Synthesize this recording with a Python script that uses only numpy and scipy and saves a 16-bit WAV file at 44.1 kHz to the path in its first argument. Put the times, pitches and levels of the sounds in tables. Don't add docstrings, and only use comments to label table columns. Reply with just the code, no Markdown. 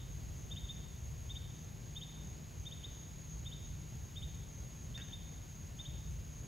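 import sys
import numpy as np
from scipy import signal
from scipy.fft import rfft, irfft
from scipy.io import wavfile

SR = 44100
rng = np.random.default_rng(int(sys.argv[2]) if len(sys.argv) > 2 else 0)


def unload_audio(sound):
    columns = np.transpose(np.atleast_2d(sound))
    steps = np.round(np.clip(columns, -1, 1) * 32767)
    wavfile.write(sys.argv[1], SR, steps.astype(np.int16))


N = 285327
TIME = np.arange(N) / SR

# (frequency [Hz], level [dB])
RUMBLE_SPECTRUM = [(12, -35), (23, -17), (32, -16.5), (46, 1), (65, 3.5), (90, 1), (140, -5), (200, -22.5),
                   (400, -48.5)]
# (time of top [s], rise [dB], half length [s])
RUMBLE_SWELLS = [(0.402, 4.5, 0.47), (1.077, 5, 0.15), (1.45, 2, .3), (3.735, 3.5, 0.18), (4.22, 4.8, 0.18),
                 (6.126, 5.5, 0.15)]
# (frequency [Hz], level [dB])
HUM_TONES = [(120, -60.5), (141, -68), (154.6, -57.5), (194.6, -68), (240, -77)]
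# (frequency [Hz], level per Hz [dB])
ROAD_AIR_SPECTRUM = [(20, -17), (45, -18.5), (110, -1), (160, -1), (210, -6.5), (300, -11), (500, -16),
                     (800, -19.5), (1200, -22.5), (1900, -24), (3000, -25), (5500, -28.5), (6500, -26.5),
                     (7600, -29.5), (10000, -48)]
# (frequency [Hz], level per Hz [dB])
LEAF_SPECTRUM = [(3000, -29), (6000, -6), (8000, -4.5), (10000, 3.5), (13500, 3.5), (15800, -3)]
# (pitch [Hz], pitch wander [Hz], relative level [dB], wing strokes [1/s])
FAR_CRICKETS = [(6645, 22, 0, 37), (6600, 45, -4, 79), (6690, 30, -6, 54), (6480, 15, -4, 41),
                (6775, 30, -8, 63), (6880, 15, -9, 35)]
# (time [s], level [dB])
CHORUS_LOUDNESS = [(0, -58.5), (1.0, -60.5), (1.4, -61), (2.2, -58.5), (2.7, -61), (3.1, -57), (4.1, -60.3),
                   (6.47, -59.5)]
# (time [s], bursts [1/s])
BURST_PACE = [(0, 3.5), (1.5, 3.5), (1.8, 2.85), (4.03, 2.85), (4.45, 4.15), (6.47, 3.67)]
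FIRST_BURST_S, BURST_S = .16, 0.072
# (share of its length [0-1], pitch [Hz], level [dB])
ARCHED_CHIP = [(0, 2750, -18), (.11, 3170, -8), (.22, 3450, -8), (.36, 3590, 0), (.64, 3690, 0),
               (.85, 3635, -3), (1, 3520, -14)]
# (share of its length [0-1], pitch [Hz], level [dB])
UPSWEPT_CHIP = [(0, 2750, -16), (.17, 3130, -4), (.32, 3430, -6), (.5, 3590, 2), (.66, 3710, 0),
                (.8, 3790, -2), (1, 3600, -8)]
# (time [s], level [dB], wait for the second chip [s], chips in order [a arched, u upswept])
BIRD_CALLS = [(0.504, -44, 0.054, "aua"), (1.292, -44.5, 0.06, "au"), (1.954, -43, 0.056, "au"),
              (2.652, -46, .058, "auu"), (3.452, -45.5, 0.06, "au"), (4.156, -45.5, .061, "au"),
              (4.94, -45.5, 0.063, "aua"), (5.785, -45, 0.062, "au")]
ARCHED_S, UPSWEPT_S = 0.0339, 0.03006
THIRD_AFTER_S = .180
SECOND_DB, THIRD_DB = -2.5, 0.5
# (time [s], level [dB], share of bright tick [0-1])
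TWIG_CRACKS = [(4.977, -48, 1), (4.9845, -52, .2), (4.991, -53, .1), (5.0005, -51, .1), (5.085, -57, .1)]
# (frequency [Hz], relative level [dB], decay by 60 dB [s])
TWIG_MODES = [(1010, -19, 0.022), (1500, -4, 0.033), (1665, -4, 0.095), (1872, 0, 0.062), (2230, -5, .02),
              (2750, 7, 0.01)]
# (frequency [Hz], decay by 60 dB [s])
GARDEN_DECAY = [(1000, .3), (1900, 0.36), (3500, 0.81), (7000, 0.74)]
# (frequency [Hz], likeness [0-1])
MIC_LIKENESS = [(60, .92), (160, .8), (270, .63), (450, .36), (800, .2), (1250, .25), (1700, .5),
                (2100, .94), (3200, .985), (4500, .999), (7000, .998), (8500, .93), (15000, .93)]
# (frequency [Hz], lead [turns])
LEFT_MIC_LEAD = [(950, 0), (1200, -.28), (1600, -.16), (2050, 0), (2700, 0), (3300, -.05), (3700, -.04),
                 (4100, 0), (7500, 0), (9080, .5), (11200, 1), (13350, 1.5), (15200, 2)]


def gain_of(db):
    return 10 ** (np.asarray(db) / 20)


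def evened(x):
    return x / np.sqrt(np.mean(x ** 2) + 1e-20)


def read(points, hz):
    f, value = np.transpose(points)
    return np.interp(np.log(hz + 1), np.log(f + 1), value)


def follow(curve):
    return np.interp(TIME, *np.transpose(curve))


def add(mix, s, sound):
    part = mix[..., round(s * SR):][..., :sound.shape[-1]]
    part += sound[..., :part.shape[-1]]


def drift(rate_hz):
    hz = np.fft.rfftfreq(N, 1 / SR)
    spectrum = rfft(rng.standard_normal(N)) * np.exp(-(hz / rate_hz) ** 2)
    return evened(irfft(spectrum, N))


def stereo_noise(spectrum):
    hz = np.fft.rfftfreq(N, 1 / SR)
    left, other = rfft(rng.standard_normal((2, N)))
    same = np.clip(read(MIC_LIKENESS, hz), 0, 1)
    right = same * left + np.sqrt(1 - same ** 2) * other
    coloured = np.array([left, right]) * gain_of(read(spectrum, hz))
    return evened(irfft(coloured, N))


def scatter(x, side_db, build_s):
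    hit = rng.random((2, SR)) < 2500 / SR
    taps = rng.standard_normal((2, SR)) * hit
    hz, t, bands = signal.stft(taps, SR, nperseg=256)
    decay = gain_of(-60 * t / read(GARDEN_DECAY, hz)[:, None])
    bands *= decay * (1 - np.exp(-t / build_s))
    tail = signal.istft(bands, SR, nperseg=256)[1]
    tail = tail / np.linalg.norm(tail[0])
    mid, side = signal.fftconvolve(x[None], tail, axes=1)[:, :N]
    return mid + gain_of(side_db) * np.array([side, -side])


def swaying_scatter(x, side_db, count=4):
    weights = np.array([drift(2.14) for _ in range(count)])
    weights /= np.linalg.norm(weights, axis=0)
    return sum(w * scatter(x, side_db, build_s=0.019) for w in weights)


def traffic(level_db=-50, lumps_db=1.7, lumps_hz=6):
    swell_db = sum(rise_db * np.exp(-((TIME - s) / half_s) ** 2) for s, rise_db, half_s in RUMBLE_SWELLS)
    loudness_db = level_db + swell_db + lumps_db * drift(lumps_hz)
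    return gain_of(loudness_db) * stereo_noise(RUMBLE_SPECTRUM)


def hum():
    total = np.zeros(N)
    for hz, db in HUM_TONES:
        level = gain_of(db + 2 * drift(2.5)) * np.sqrt(2)
        pitch_hz = hz + 0.476 * drift(2.71)
        total += level * np.sin(2 * np.pi * np.cumsum(pitch_hz) / SR)
    return total


def air(wash_db=-55, flutter_db=1.58, lean=0.098, hiss_db=-68):
    wash = gain_of(wash_db) * stereo_noise(ROAD_AIR_SPECTRUM)
    low = signal.sosfilt(signal.butter(1, 700, fs=SR, output="sos"), wash)
    wash = wash + low * (gain_of(flutter_db * drift(24)) - 1)
    leaning = lean * low * np.array([[1], [-1]])
    hiss = gain_of(hiss_db) * stereo_noise(LEAF_SPECTRUM)
    return wash + leaning + hiss


def wings(pitch_hz, wander_hz, strokes_hz, sag_hz, unevenness):
    stroke = np.cumsum(strokes_hz * (1 + unevenness * drift(19.5))) / SR % 1
    hz = pitch_hz + wander_hz * drift(58.6) + sag_hz * (.5 - stroke)
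    tone = np.sin(2 * np.pi * np.cumsum(hz) / SR)
    return evened(np.sin(np.pi * stroke) ** 2 * tone)


def bursts():
    pace = follow(BURST_PACE)
    turns = np.cumsum(pace) / SR - FIRST_BURST_S * pace[0]
    from_top_s = (turns - np.round(turns)) / pace
    return np.exp(-(from_top_s / BURST_S) ** 2)


def chorus(level_db=-2.5, wet_db=3, in_step_db=1.26, waver_db=0.34):
    trills = np.zeros(N)
    for hz, wander_hz, db, strokes_hz in FAR_CRICKETS:
        trills += gain_of(db) * wings(hz, wander_hz, strokes_hz, sag_hz=156, unevenness=.08)
    loudness_db = follow(CHORUS_LOUDNESS) + level_db
    loudness_db = loudness_db + in_step_db * bursts() + waver_db * drift(3.6)
    echo = gain_of(wet_db) * swaying_scatter(trills, side_db=-69.5)
    return gain_of(loudness_db) * evened(trills + echo)


def burst_cricket(level_db=-64.5, between_db=-71.5, waver_db=1.4, wet_db=-1):
    trill = wings(pitch_hz=6331, wander_hz=26, strokes_hz=148, sag_hz=0, unevenness=.05)
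    alternation_hz = 74 + 12 * drift(22.6)
    trill = trill * (1 + 0.87 * np.sin(2 * np.pi * np.cumsum(alternation_hz) / SR))
    burst_power = gain_of(level_db + waver_db * drift(6.6)) ** 2 * bursts()
    power = gain_of(between_db) ** 2 + burst_power
    echo = gain_of(wet_db) * swaying_scatter(trill, side_db=-64, count=3)
    return np.sqrt(power) * evened(trill + echo)


def chip(level_db, length_s, shape, shade_db):
    u = np.linspace(0, 1, int(length_s * SR))
    share, pitch_hz, shape_db = np.transpose(shape)
    hz = np.interp(u, share, pitch_hz)
    lowness = np.interp(hz, [3200, 3620], [1, 0])
    loudness_db = level_db + np.interp(u, share, shape_db) + shade_db * lowness
    swell = gain_of(loudness_db) * signal.windows.tukey(len(u), .12)
    return swell * np.sin(2 * np.pi * np.cumsum(hz) / SR)


def bird(direct_db=0.0, wet_db=-8.0, branch_db=-17, wet_shade_db=5.5):
    song = np.zeros((2, N))
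    kinds = {"a": (ARCHED_S, ARCHED_CHIP), "u": (UPSWEPT_S, UPSWEPT_CHIP)}
    for start, call_db, wait, chips in BIRD_CALLS:
        delays, accents_db = (0, wait, THIRD_AFTER_S), (0, SECOND_DB, THIRD_DB)
        for kind, delay, accent_db in zip(chips, delays, accents_db):
            s, db = start + delay, call_db + accent_db
            length_s, shape = kinds[kind]
            add(song, s, chip(db + direct_db, length_s, shape, shade_db=0.0))
            note = chip(db, length_s, shape, shade_db=wet_shade_db)
            for lag_s in rng.uniform(.003, .014, size=3):
                add(song, s + lag_s, gain_of(branch_db) * note)
            echo = scatter(note, side_db=-15, build_s=.05)
            add(song, s, gain_of(wet_db) * echo)
    add(song, 0, gain_of(wet_db) * echo[:, SR // 10:])
    return song


def twig(tick_db=3.5, ring_db=-3.5, wet_db=-2):
    t = np.arange(SR // 8) / SR
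    ticks, rings = np.zeros(N), np.zeros(N)
    bright = signal.butter(3, [1000, 6300], "bandpass", fs=SR, output="sos")
    for s, db, share in TWIG_CRACKS:
        for hz, mode_db, t60 in TWIG_MODES:
            pitch_hz = hz * rng.uniform(.95, 1.05)
            fade = gain_of(db + ring_db + mode_db - 60 * t / t60)
            add(rings, s, fade * np.sin(2 * np.pi * pitch_hz * t))
        tick = evened(signal.sosfilt(bright, rng.standard_normal(len(t)))) * np.exp(-t / .0016)
        add(ticks, s, share * gain_of(db + tick_db) * tick)
    echo = scatter(rings + 0.35 * ticks, side_db=-26, build_s=0.0042)
    return ticks + rings + gain_of(wet_db) * echo


def scene():
    low = traffic() * gain_of([[.3], [-.3]]) + hum() * gain_of([[1.1], [-1.1]])
    return low + air() + chorus() + burst_cricket() + bird() + twig()


def record(dry):
    hz = np.fft.rfftfreq(N, 1 / SR)
    right = irfft(rfft(dry[1]) * np.exp(-2j * np.pi * read(LEFT_MIC_LEAD, hz)), N)
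    low_pass = signal.firwin(801, 15780, window=("kaiser", 9), fs=SR)
    return signal.oaconvolve(np.array([dry[0], right]), low_pass[None], "same")


dry = scene()
out = record(dry)
unload_audio(out)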